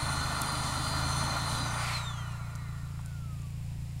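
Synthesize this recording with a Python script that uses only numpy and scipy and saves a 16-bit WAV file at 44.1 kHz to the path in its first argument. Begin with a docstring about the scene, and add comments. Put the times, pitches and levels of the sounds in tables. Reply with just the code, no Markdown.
"""Blower on a small fire at night

Outdoors, an electric blower fans a fire: the air roars in its tube, the impeller hisses and whines.
It swings away with a swish, is switched off and coasts down; the embers crackle now and then.
Nearby a one-cylinder engine, probably a generator, thuds out its exhaust puffs, labouring under
the load and then running lighter. One microphone hears it all."""
import sys
import numpy as np
from scipy import signal
from scipy.fft import rfft, irfft, next_fast_len
from scipy.io import wavfile

SR = 44100
rng = np.random.default_rng(int(sys.argv[2]) if len(sys.argv) > 2 else 0)


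def wrap_up_sound(samples):
    """Save the sound to the file named by the first command line argument, as 16-bit audio."""
    columns = np.atleast_2d(samples).T
    # keep every value between -1 and 1, then stretch to whole-number steps
    tamed = np.clip(columns, -1, 1)
    steps = np.round(tamed * 32767).astype(np.int16)
    wavfile.write(sys.argv[1], SR, steps)


N = 176400
T = np.arange(N) / SR


def from_db(db):
    """Decibels to gain."""
    return 10 ** (np.asarray(db) / 20)


def rms_one(x):
    """Scale to an rms of 1."""
    return x / np.sqrt(np.mean(x ** 2) + 1e-20)


def in_time(rows):
    """Join rows of seconds and value into a curve at every sample."""
    return np.interp(T, *np.transpose(rows))


def at_hz(points, hz):
    """Read a spectrum on a log-frequency axis."""
    f, db = np.transpose(points)
    return np.interp(np.log(np.maximum(hz, 1)), np.log(f), db)


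def fade_out(middle_s, fade_s):
    """A smooth step from 1 down to 0."""
    return .5 - .5 * np.tanh((T - middle_s) / fade_s / 2)


def drift(rate_hz):
    """A random wander, mostly slower than rate_hz; rms about 1."""
    step, settle = 40, 2000
    pole = np.exp(-2 * np.pi * rate_hz * step / SR)
    white = rng.standard_normal(N // step + settle + 2)
    slow = signal.lfilter([1], [1, -2 * pole, pole * pole], white)[settle:]
    return np.interp(np.arange(N) / step, np.arange(len(slow)), rms_one(slow))


def coloured(x, spectrum, resonances=()):
    """Causal (minimum-phase) filter; the result has rms 1, so the spectrum sets only the colour."""
    size = 2 * next_fast_len(N)
    hz = np.arange(size // 2 + 1) * SR / size
    peaks_db = sum(lift / (1 + (2 * (hz - f) / width) ** 2) for f, width, lift in resonances)
    cepstrum = irfft(np.log(from_db(at_hz(spectrum, hz) + peaks_db)))
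    cepstrum[1:size // 2] *= 2
    cepstrum[size // 2 + 1:] = 0
    response = np.exp(rfft(cepstrum))
    return rms_one(irfft(rfft(x, size) * response)[:N])


def noise(spectrum, resonances=(), flicker_db=0):
    """Coloured noise whose level flickers."""
    return coloured(rng.standard_normal(N), spectrum, resonances) * from_db(flicker_db * drift(8.9))


def resonate(x, hz, q):
    """One broad resonance."""
    return signal.lfilter(*signal.iirpeak(min(hz, SR / 3), q, fs=SR), x + 1e-18)


def resonant_noise(hz, width_hz):
    """A narrow band of noise, whose centre may move; rms 1."""
    lowpass = signal.butter(2, width_hz / 2, fs=SR, output="sos")
    ripple = signal.sosfilt(lowpass, rng.standard_normal((2, N)))
    phase = 2 * np.pi * np.cumsum(hz * np.ones(N)) / SR
    return rms_one(ripple[0] * np.cos(phase) + ripple[1] * np.sin(phase))


def night(level_db=-53):
    """The steady outdoor background."""
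    # Each row: frequency in Hz, relative level in dB.
    colour = [(20, 26), (60, 8.5), (150, 8.5), (260, 12.5), (350, 1.5), (700, 5.5), (1500, -2), (2500, 3),
              (3200, -2), (4400, -2.5), (5200, -1.5), (6100, -7), (7400, -0.5), (8200, -6), (9000, -3),
              (12500, -10), (15800, -13.5)]
    return from_db(level_db) * noise(colour, flicker_db=.34)


def engine(first_firing_s=.027, spread_db=1, alternate_db=.57):
    """The nearby engine sends one puff per firing, alternately strong and weak, through its exhaust."""
    # Each row: time in seconds, firings per second.
    firing_rate = [(0, 27.94), (.3, 25.25), (.8, 25.93), (1.05, 27.13), (1.65, 29.44), (2.3, 29.35),
                   (2.8, 28.06), (3.1, 28.29), (4, 28.42)]
    # Loudness follows the load. Each row: time in seconds, level in dB.
    load = [(0, -34.5), (.45, -37.5), (1.05, -34), (1.6, -36), (2.1, -37), (2.6, -38), (4, -36.5)]
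    # Colour of one puff. Each row: frequency in Hz, relative level in dB.
    exhaust = [(27, -12), (55, -7.5), (80, 1.5), (92, -3), (104, -14.5), (116, 2.5), (138, 2.5), (160, -7),
               (175, -11.5), (205, -23.5), (260, -26.5), (400, -42), (900, -64)]
    rate = in_time(firing_rate)
    count = np.floor(np.cumsum(rate) / SR - first_firing_s * rate[0])
    fired = np.flatnonzero(np.diff(count))
    strong_weak_db = alternate_db * (-1) ** np.arange(len(fired))
    puffs = np.zeros(N)
    puffs[fired] = -from_db(spread_db * rng.standard_normal(len(fired)) + strong_weak_db)
    return from_db(in_time(load)) * coloured(puffs, exhaust)


def motor_speed(off_s=1.843, half_speed_s=1.03, friction_per_s=.297):
    """The blower's share of full speed: steady, then slowed by air drag and bearing friction."""
    coast_s = np.maximum(T - off_s, 0)
    return np.exp(-friction_per_s * coast_s) / (1 + coast_s / half_speed_s)


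def whine(speed, running_hz=594.6, blades=8, flutter_db=2.67, swell_db=3):
    """The impeller's blade tone, its octave and the rotor tones, each fluttering in the moving air."""
    # The blade tone as the housing passes it. Each row: frequency in Hz, base level in dB.
    blade_tone = [(800, -87), (980, -71), (1180, -59), (1320, -52), (1380, -57), (1460, -55.5), (1620, -71),
                  (1900, -61), (2120, -59), (2370, -60), (2620, -69), (3160, -50), (3340, -58), (3600, -42),
                  (3800, -52), (4160, -35), (4400, -60), (4760, -52.5)]
    # The tones beam past the microphone as the blower is moved.
    # Each row: time in seconds, blade tone gain in dB, level of its octave in dB.
    beaming = [(0, -4, -50), (.1, -7, -42.5), (.2, -4, -57), (.45, 0.5, -49.5), (.7, 2.5, -49.5),
               (1, 4, -55.5), (1.128, -5, -44.5), (1.3, -1, -51), (1.38, -6, -58), (1.55, 3, -51),
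               (1.83, 3.5, -52), (1.9, 0, -73), (2.05, 1, -54.5), (2.4, -4, -81), (3, -3, -88)]
    # The rotor's other tones. Each row: multiple of the shaft rate, gain in dB.
    rotor_tones = [(2, 0), (2.5, 5.5), (3, 0.5), (3.5, 3), (4, 0), (5, -2), (6, -5), (6.5, 0), (7, 3),
                   (7.5, -6)]
    # How the tube passes them. Each row: frequency in Hz, base level in dB.
    rotor_pass = [(500, -87), (720, -75), (900, -77), (1190, -63.5), (1300, -70), (1480, -59.5),
                  (1650, -68), (1800, -59.5), (1950, -61.5), (2400, -64), (2750, -70), (3000, -63),
                  (3900, -70), (4500, -80)]
    unloading = .003 * np.clip((T - 1.5) * 10, 0, 1)  # a little faster as the nozzle leaves the fire
    shaft_hz = running_hz * speed * (1 + .00054 * drift(4.54) + unloading)
    angle = 2 * np.pi * np.cumsum(shaft_hz) / SR
    s, blade_db, octave_db = np.transpose(beaming)
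    tones = [(blades, at_hz(blade_tone, blades * shaft_hz) + np.interp(T, s, blade_db)),
             (2 * blades, np.interp(T, s, octave_db))]
    # The rotor tones sink with the speed, and by a further 32 dB a second from 2.6 s.
    dying_db = 15 * np.log10(speed) - 32 * np.maximum(T - 2.6, 0)
    for multiple, db in rotor_tones:
        passed_db = at_hz(rotor_pass, multiple * shaft_hz) + dying_db
        tones.append((multiple, db + passed_db + swell_db * drift(2.4)))
    out = np.zeros(N)
    for multiple, db in tones:
        out += from_db(db + flutter_db * drift(13.3)) * np.sin(multiple * angle)
    return np.sqrt(2) * out


def hiss(speed, db_per_decade=89):
    """Air hisses at the impeller, through the housing, and dies quickly as the motor slows."""
    # Each row: frequency in Hz, relative level in dB.
    colour = [(1500, -33), (2700, -1), (3700, 3.5), (5000, 0), (7000, 2.5), (9500, 3), (11500, -4.5),
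              (13000, -12), (15800, -15)]
    # The housing's peaks and dips. Each row: centre in Hz, width in Hz, lift in dB.
    housing = [(3017, 173, 10.5), (3535, 170, 10), (4180, 210, 13), (6720, 130, 4), (7540, 400, 2.5),
               (8070, 230, -7), (9140, 380, 5.5), (10240, 300, -6.5), (10500, 130, 0), (14700, 400, -12)]
    # The nozzle is moved about. Each row: time in seconds, level at full speed in dB.
    level = [(0, -42.5), (.85, -43), (1.2, -42.5), (1.55, -41.5), (1.75, -46), (2, -44), (2.5, -40)]
    gain = from_db(in_time(level) + db_per_decade * np.log10(speed))
    return gain * noise(colour, housing, flicker_db=1)


def roar(speed, on_fire, running_db=-37.5, db_per_decade=51.5, away_db=-3.5):
    """Air roars in the tube, softer as the motor slows and the nozzle turns away."""
    # Each row: frequency in Hz, relative level in dB.
    colour = [(330, -22), (380, -16), (430, -10), (480, -15), (620, -3.5), (720, -4), (880, -0.5),
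              (1200, -1.5), (1450, -2), (1620, -14), (1850, -10.5), (2080, -8.5), (2250, -17),
              (2450, -10.5), (2750, -23), (4000, -34.5), (8000, -43)]
    gain = from_db(running_db + db_per_decade * np.log10(speed) + away_db * (1 - on_fire))
    return gain * noise(colour, flicker_db=.76)


def buffet(on_fire, level_db=-43):
    """The jet buffets the fire with a low rumble until it is turned away."""
    # Each row: frequency in Hz, relative level in dB.
    colour = [(20, -6), (60, -3), (150, 0.5), (240, -2), (300, -0.5), (350, -15.5), (600, -39)]
    return from_db(level_db) * on_fire * noise(colour, flicker_db=.5)


def tube_ring(speed, db_per_decade=35, stall_s=3.1):
    """The tube rings hollowly, outlasting the roar, until the flow stalls."""
    # Each row: centre in Hz, width in Hz, level at full speed in dB.
    modes = [(1004, 104, -52), (1185, 106, -47), (1381, 91, -45.5), (1894, 180, -55.5), (4000, 110, -56.5),
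             (6220, 230, -64), (7500, 460, -62.5)]
    ring = sum(from_db(db) * resonant_noise(hz, width) for hz, width, db in modes)
    return ring * fade_out(stall_s, fade_s=.097) * from_db(db_per_decade * np.log10(speed))


def shrill_hiss():
    """A shrill band of hiss near 4 kHz sinks in pitch and fades as the nozzle swings away."""
    # Each row: time in seconds, centre in Hz, level in dB.
    shrill = [(0, 4180, -43.5), (.8, 4180, -46), (1.28, 4172, -41.5), (1.5, 4125, -42.5), (1.63, 4000, -44),
              (1.72, 3780, -56), (1.85, 3700, -66), (2.102, 3670, -86)]
    s, hz, db = np.transpose(shrill)
    return from_db(np.interp(T, s, db)) * resonant_noise(np.interp(T, s, hz), width_hz=210)


def sizzle():
    """A narrow band of the blower's hiss comes and goes."""
    # Each row: time in seconds, level in dB.
    level = [(0, -65), (.14, -51), (.5, -57), (.7, -51), (.88, -64), (1.12, -46), (1.44, -53), (1.7, -49),
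             (1.9, -59), (2.2, -62.5), (2.4, -85)]
    return from_db(in_time(level)) * resonant_noise(hz=6120, width_hz=450)


def embers(tail_s=.0018, tail_db=-15, ticks_per_s=27):
    """Embers snap, each a click with a short scatter, over sparse faint ticks."""
    # Each row: start in seconds, peak level in dB, pitch in Hz.
    snaps = [(.4177, -18.5, 9300), (0.4603, -29, 9000), (.5225, -30, 10500), (1.368, -32, 9000),
             (2.3208, -39, 7500), (2.5535, -35, 5400), (2.5584, -35, 9000), (3.0135, -45, 8000),
             (3.0603, -31, 7700), (3.147, -48, 7000), (3.4195, -41.5, 7500)]
    out = np.zeros(N)
    for s, db, hz in snaps:
        age = np.arange(N - int(s * SR)) / SR
        scatter = from_db(tail_db) * np.exp(-age / tail_s) * rng.standard_normal(N)[:len(age)]
        click = age == 0
        snap = resonate(resonate(click + scatter, hz, q=2), hz, q=1)
        out[-len(age):] += from_db(db) * snap / np.abs(snap).max()
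    ticks = rng.random(N) < ticks_per_s / SR
    strength = from_db(-45 + 4 * np.minimum(rng.exponential(1, N), 3))
    return out + resonate(ticks * strength, hz=7500, q=.8)


def swish(pass_s=1.885, width_s=.1, level_db=-37):
    """The nozzle's jet swings past the microphone."""
    # Each row: frequency in Hz, relative level in dB.
    colour = [(700, -22), (1500, -7), (2000, 1.5), (2350, 3), (2900, -7), (4600, -5.5), (6000, -14),
              (8500, -10.5), (11000, -20.5), (15800, -31)]
    swell = from_db(level_db) / np.cosh((T - pass_s) / width_s) ** 2
    return swell * noise(colour, flicker_db=2.9)


def handling_bumps():
    """Handling makes a few soft, dull knocks."""
    # Each row: start in seconds, peak level in dB, pitch in Hz, decay in seconds.
    knocks = [(2.991, -41.5, 950, .005), (3.75, -42, 53, .03), (3.753, -47, 218, 0.014)]
    out = np.zeros(N)
    for s, db, hz, decay_s in knocks:
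        push = (T > s) * np.exp(-np.abs(T - s) / decay_s) * rng.standard_normal(N)
        bump = resonate(resonate(push, hz, q=2.6), hz, q=2.6)
        out += from_db(db) * bump / np.abs(bump).max()
    return out


def scene():
    """Everything reaches one microphone, the same in both channels."""
    speed = motor_speed()
    on_fire = fade_out(middle_s=1.79, fade_s=.087)  # the nozzle turns away from the fire
    mono = night() + engine()
    mono += whine(speed) + hiss(speed) + roar(speed, on_fire) + buffet(on_fire)
    mono += tube_ring(speed) + shrill_hiss() + sizzle()
    mono += embers() + swish() + handling_bumps()
    return np.array([mono, mono])


def record(dry):
    """The highest treble is cut steeply."""
    cutoff_hz = 15750
    return signal.sosfiltfilt(signal.ellip(10, .05, 60, cutoff_hz, fs=SR, output="sos"), dry)


dry = scene()
out = record(dry)
wrap_up_sound(out)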